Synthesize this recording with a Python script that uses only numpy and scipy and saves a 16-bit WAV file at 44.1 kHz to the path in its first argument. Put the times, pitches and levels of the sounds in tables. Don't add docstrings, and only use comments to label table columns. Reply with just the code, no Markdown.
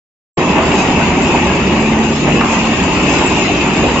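import sys
import numpy as np
from scipy import signal
from scipy.fft import rfft, irfft, next_fast_len
from scipy.io import wavfile
from scipy.ndimage import uniform_filter1d, map_coordinates

SR = 44100
rng = np.random.default_rng(int(sys.argv[2]) if len(sys.argv) > 2 else 0)


def wav_record(signal):
    frames = np.transpose(np.atleast_2d(signal))
    bounded = np.clip(frames, -1, 1)
    quanta = np.round(bounded * 32767).astype(np.int16)
    wavfile.write(sys.argv[1], SR, quanta)


N = 176400


def amp(db):
    return 10 ** (np.asarray(db) / 20)


def unit(x):
    return x / np.sqrt(np.mean(x ** 2) + 1e-20)


def along(points, hz):
    point_hz, value = np.transpose(points)
    return np.interp(np.log(hz + 1), np.log(point_hz + 1), value)


def curves(rows):
    time_s, *columns = np.transpose(rows)
    return [np.interp(np.arange(N) / SR, time_s, column) for column in columns]


def wobble(knots_per_s):
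    return map_coordinates(rng.standard_normal(1000), [np.arange(N) * knots_per_s / SR], mode="wrap")


def filtered(x, response):
    size = next_fast_len(N + SR // 2)
    hz = np.fft.rfftfreq(size, 1 / SR)
    return irfft(rfft(x, size) * response(hz), size)[..., :N]


def coloured(x, spectrum):
    return unit(filtered(x, lambda hz: amp(along(spectrum, hz))))


def resonate(x, modes):
    def response(f):
        return sum(amp(db) * 1j * f * width / (hz * hz - f * f + 1j * f * width) for hz, width, db in modes)
    return unit(filtered(x, response))


MODE_SWELL_DB, MODE_SWELLS_PER_S = 2.5, 14


def shifting(x, modes):
    total = 0
    for hz, width_hz, db in modes:
        gain = amp(db + MODE_SWELL_DB * wobble(MODE_SWELLS_PER_S))
        total = total + gain * np.sqrt(abs(width_hz)) * resonate(x, [(hz, width_hz, 0)])
    return unit(total)


CONTACTS_PER_S, CONTACT_SPREAD_DB = 500, 0.5


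def contacts(t60_s, bed):
    struck = rng.random(N) < CONTACTS_PER_S / SR
    hit_power = struck * amp(-CONTACT_SPREAD_DB * rng.random(N)) ** 2
    power = signal.lfilter([1], [1, -amp(-120 / (t60_s * SR))], hit_power)
    envelope = np.sqrt(power / power.mean() + abs(bed))
    return unit(envelope * rng.standard_normal((2, N)))


def patchy(x, depth_db):
    z = signal.stft(x, nperseg=1024)[2]
    field = rng.standard_normal(z.shape[1:])
    field = uniform_filter1d(field, size=3, axis=0)
    field = uniform_filter1d(field, size=5, axis=1)
    return unit(signal.istft(z * amp(depth_db * unit(field)), nperseg=1024)[1][:, :N])


# time_s, pitch_hz, level_db
DRIVE_THIRD = [(.4, 223.6, -27), (.9, 219.7, -25.5), (1.25, 224.1, -21.5), (1.55, 221.1, -27),
               (1.7, 222.9, -18), (1.87, 220, -16.5), (2.06, 222.6, -13.5), (2.17, 223.7, -25.5),
               (2.45, 229.7, -20), (2.57, 221.9, -21.5), (2.74, 224, -19), (2.9, 217.8, -30),
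               (4, 222.3, -28.5)]
# harmonic_number, level_db
DRIVE_OTHERS = [(2, -32.5), (4, -28.5)]
HUM_WAVER_DB = 2.5


def drive():
    third_hz, third_db = curves(DRIVE_THIRD)
    turn_rad = 2 * np.pi * np.cumsum(third_hz) / SR / 3
    hum = amp(third_db) * np.sin(3 * turn_rad + .17 * wobble(12))
    for harmonic, level_db in DRIVE_OTHERS:
        gain = amp(level_db + HUM_WAVER_DB * wobble(6))
        hum = hum + gain * np.sin(round(harmonic) * turn_rad + 0.77 * wobble(8))
    return np.sqrt(2) * hum


# middle_s, length_s, pitch_hz, level_db
PANEL_GROANS = [(0.967, .25, 183, -25), (2.247, 0.54, 147.8, -24.5), (3.08, 0.35, 188.4, -27),
                (3.67, .13, 147.9, -20.5), (3.784, .2, 301, -21.5)]


def groans():
    t_s = np.arange(N) / SR
    total = np.zeros(N)
    for middle_s, length_s, pitch_hz, level_db in PANEL_GROANS:
        swell = np.exp(-(2 * (t_s - middle_s) / length_s) ** 4)
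        total += amp(level_db) * swell * np.sin(2 * np.pi * pitch_hz * t_s + .5 * wobble(10))
    return np.sqrt(2) * total


# time_s, level_db
BOOM_LEVEL = [(.4, -16.5), (1.6, -16), (2.18, -18.5), (2.33, -15), (2.45, -20.5), (2.8, -17.5),
              (3.1, -17.5), (3.55, -17.5), (3.85, -16.5)]
# pitch_hz, width_hz, relative_db
PANEL_MODES = [(68.5, 7.3, -11), (89, 6.7, -1), (143, 8.3, -5), (188.4, 17, 3), (253.6, 30, 1),
               (303.7, 11, -0.5), (350.4, 33.6, -1.5), (390, 7.3, -7)]
# freq_hz, relative_db_per_hz
BOOM_SPECTRUM = [(15, -25), (35, -12), (65, -1.5), (115, -7.5), (170, 0), (260, -1.5), (400, -4),
                 (480, -24.5), (800, -23), (2000, -72)]
BOOM_DB, PANEL_DB = -1.5, -1


def trough():
    level_db, = curves(BOOM_LEVEL)
    thumps = contacts(t60_s=0.16, bed=2.3)
    panels = resonate(thumps, PANEL_MODES)
    panels = unit(filtered(panels, lambda hz: 1 / (1 + (hz / 560) ** 6)))
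    body = coloured(contacts(t60_s=0.083, bed=1.6), BOOM_SPECTRUM)
    return amp(level_db) * (amp(BOOM_DB) * body + amp(PANEL_DB) * panels)


# (bark before BARK_DB, TIP_DB)
TEETH_LEVEL = [(.44, -24.5, -30), (.8, -20, -26.5), (.9, -21.5, -27.5), (1.16, -23, -29),
               (1.33, -21.5, -27.5), (2, -25, -31), (2.42, -23, -27), (3.4, -20.5, -26), (3.6, -22.5, -28),
               (3.76, -22.5, -27), (4, -22, -30)]
# pitch_hz, width_hz, relative_db
STEEL_MODES = [(1890, 56, -5), (2233, 31, -5), (2374, 65, -6.5), (2543, 73, -1.5), (2614, 19, 5),
               (2700, 100, -4), (2790, 30, -0.5), (2990, 90, -9)]
RING_DB, RING_LEFT_OVER_RIGHT_DB, RING_CENTRE_HZ = -3, 10.5, 2410
RING_SPEED_WAVER, RING_ALIKE = 0.00202, 0.46


def steel():
    scrape_db, _ = curves(TEETH_LEVEL)
    ring = shifting(contacts(t60_s=0.011, bed=1), STEEL_MODES)
    ring = filtered(ring, lambda hz: 1 / (1 + (np.log2((hz + 1) / RING_CENTRE_HZ) * 2) ** 4))
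    bent_time = np.arange(N) + np.cumsum(RING_SPEED_WAVER * wobble(10))
    ring = np.array([map_coordinates(side, [bent_time]) for side in ring])
    ring = unit(ring + RING_ALIKE * ring.mean(axis=0))
    balance = amp(RING_LEFT_OVER_RIGHT_DB * np.array([[.5], [-.5]]))
    return amp(scrape_db + RING_DB) * ring * balance


# freq_hz, relative_db_per_hz
SCRAPE_SPECTRUM = [(700, -11.5), (1250, -2.5), (1600, -2), (2000, -0.5), (2600, 3.5), (3200, -6.5),
                   (3900, -8), (4400, -13), (7500, -42.5)]
# freq_hz, relative_db_per_hz
BARK_SPECTRUM = [(2500, -16), (3500, 1.5), (4300, -11), (4900, 3), (5500, -4.5), (6100, -1.5), (7000, 3),
                 (7500, 4)]
# pitch_hz, width_hz, relative_db
TIP_MODES = [(4569, 50, -4), (5170, 60, -2), (5786, 35, -7), (6406, 70, -1), (6737, 65, 0)]
BARK_DB, TIP_DB = 8, -7.5


def teeth():
    scrape_db, bark_db = curves(TEETH_LEVEL)
    scrape = patchy(coloured(contacts(t60_s=0.12, bed=.5), SCRAPE_SPECTRUM), depth_db=4.5)
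    splinters = coloured(patchy(contacts(t60_s=0.042, bed=1), depth_db=4.0), BARK_SPECTRUM)
    tips = shifting(contacts(t60_s=0.0062, bed=0.94), TIP_MODES)
    bark = amp(BARK_DB) * splinters + amp(TIP_DB) * tips
    return amp(scrape_db) * scrape + amp(bark_db + 1.0 * wobble(14)) * bark


KNOCK_ATTACK_S = 0.00087


def knock(pitch_hz, spread, t60_s, count):
    t_s = np.arange(int(t60_s * SR)) / SR
    modes_hz = pitch_hz * np.exp(spread * rng.standard_normal((count, 1)))
    cycles = modes_hz * t_s + rng.random((2, count, 1))
    ring = np.sin(2 * np.pi * cycles).sum(1) / np.sqrt(count / 2)
    return ring * 10 ** (-3 * t_s / t60_s) * (1 - np.exp(-t_s / KNOCK_ATTACK_S))


def add(track, start_s, sound):
    part = track[:, round(start_s * SR):][:, :sound.shape[1]]
    part += sound[:, :part.shape[1]]


KNOCKS_PER_S, KNOCK_CENTRE_HZ, KNOCK_T60_CYCLES = 300, 899.3, 56
CLUMPING, CLUMPS_PER_S = .35, 30


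def small_knocks():
    track = np.zeros((2, N))
    tossing = np.cumsum(np.exp(CLUMPING * wobble(CLUMPS_PER_S)))
    for when, pitch, size in rng.random((int(KNOCKS_PER_S * N / SR), 3)):
        hz = KNOCK_CENTRE_HZ * 2 ** (2 * (pitch - .5))
        start_s = np.searchsorted(tossing, when * tossing[-1]) / SR
        add(track, start_s, amp(-9 * size) * knock(hz, 0.2526, KNOCK_T60_CYCLES / hz, count=3))
    return track


# start_s, level_db, pitch_hz
HEAVY_BLOWS = [(.374, -12.5, 350), (.578, -13.5, 716), (.995, -19, 771), (1.29, -14, 320),
               (1.345, -15, 773.6), (2.275, -16, 698), (2.336, -14, 406), (2.409, -15.5, 1165),
               (2.435, -15, 954), (2.526, -14, 924), (3.186, -22.5, 1147), (3.66, -17.5, 1002),
               (3.829, -11.5, 403.3)]
BLOW_SPREAD, BLOW_T60_S = .2, 0.31


def heavy_blows():
    track = np.zeros((2, N))
    for start_s, level_db, pitch_hz in HEAVY_BLOWS:
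        add(track, start_s, amp(level_db) * knock(pitch_hz, BLOW_SPREAD, BLOW_T60_S, count=24))
    return track


# start_s, level_db
WOOD_CRACKS = [(2.409, -10.5), (3.889, -17)]
# freq_hz, relative_db_per_hz
CRACK_SPECTRUM = [(400, -17), (1000, -1.5), (2100, -2), (3500, -16.5), (7000, -31.5)]
CRACK_T60_S = 0.06


def sharp_cracks():
    t_s = np.arange(SR // 8) / SR
    snap = coloured(rng.standard_normal((2, N)), CRACK_SPECTRUM)
    envelope = np.zeros((2, N))
    for start_s, level_db in WOOD_CRACKS:
        add(envelope, start_s, amp(level_db) * 10 ** (-3 * t_s[None] / CRACK_T60_S))
    return envelope * snap


# time_s, level_db
TUMBLE_LEVEL = [(.4, -18), (.58, -15.5), (.7, -17.5), (1.15, -18.5), (1.33, -18), (1.6, -19.5), (2.02, -19),
                (2.22, -26), (2.29, -20.5), (2.39, -20.5), (2.6, -20), (3.4, -19.5), (3.6, -22), (4, -18)]
# freq_hz, relative_db_per_hz
WOOD_SPECTRUM = [(200, -38.5), (400, -5.5), (520, -1.5), (700, -1.5), (870, 2.5), (1150, -2), (1400, -11),
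                 (2200, -9), (5000, -61.5)]
WOOD_DB, KNOCK_DB = -1, -3.5


def logs():
    level_db, = curves(TUMBLE_LEVEL)
    clatter = patchy(coloured(contacts(t60_s=0.053, bed=0.74), WOOD_SPECTRUM), depth_db=2.5)
    knocks = coloured(small_knocks(), WOOD_SPECTRUM)
    tumble = amp(level_db) * (amp(WOOD_DB) * clatter + amp(KNOCK_DB) * knocks)
    return tumble + heavy_blows() + sharp_cracks()


# freq_hz, side_over_mid_db
STEREO_WIDTH = [(60, -25), (170, -18), (370, -17), (580, -10), (900, -12), (1150, -9), (1500, -2),
                (2300, -3), (3200, 0)]
# freq_hz, left_over_right_db
STEREO_BALANCE = [(80, 0), (200, -.8), (400, -.4), (600, -1.4), (1150, -.8), (1500, -2.8), (2500, 1.8),
                  (3500, .8), (5200, -2.8), (7000, 2.6)]
# freq_hz, left_lead_rad
STEREO_LEAD = [(700, 0), (1120, -.15), (1460, -.7), (2580, -.6)]


def scene():
    def mid_side_gain(hz):
        angle_rad = np.arctan(amp(along(STEREO_WIDTH, hz)))
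        return np.array([np.cos(angle_rad), np.sin(angle_rad)])

    half = np.array([[.5], [-.5]])

    def left_right_gain(hz):
        return amp(half * along(STEREO_BALANCE, hz)) * np.exp(1j * half * along(STEREO_LEAD, hz))

    mid, side = filtered(trough() + teeth() + logs(), mid_side_gain)
    mid = mid + drive() + groans()
    pair = np.array([mid + side, mid - side]) + steel()
    return filtered(pair, left_right_gain)


START_S, RISE_S = .371, 0.005
LIMIT_DB, LIMIT_SLOPE, LIMIT_WINDOW_S = -7.5, 0.46, 0.036
TOP_HZ = 7510


def record(dry):
    opened = np.clip((np.arange(N) / SR - START_S) / RISE_S, 0, 1)
    power = uniform_filter1d(np.mean(dry ** 2, axis=0), int(LIMIT_WINDOW_S * SR))
    level_db = 10 * np.log10(np.abs(power) + 1e-12)
    held = dry * amp(-LIMIT_SLOPE * np.maximum(level_db - LIMIT_DB, 0))
    rounded = held / (1 + np.abs(held) ** 6) ** (1 / 6)
    return filtered(rounded * opened, lambda hz: np.clip((TOP_HZ - hz) / 110 + .6, 0, 1))


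dry = scene()
out = record(dry)
wav_record(out)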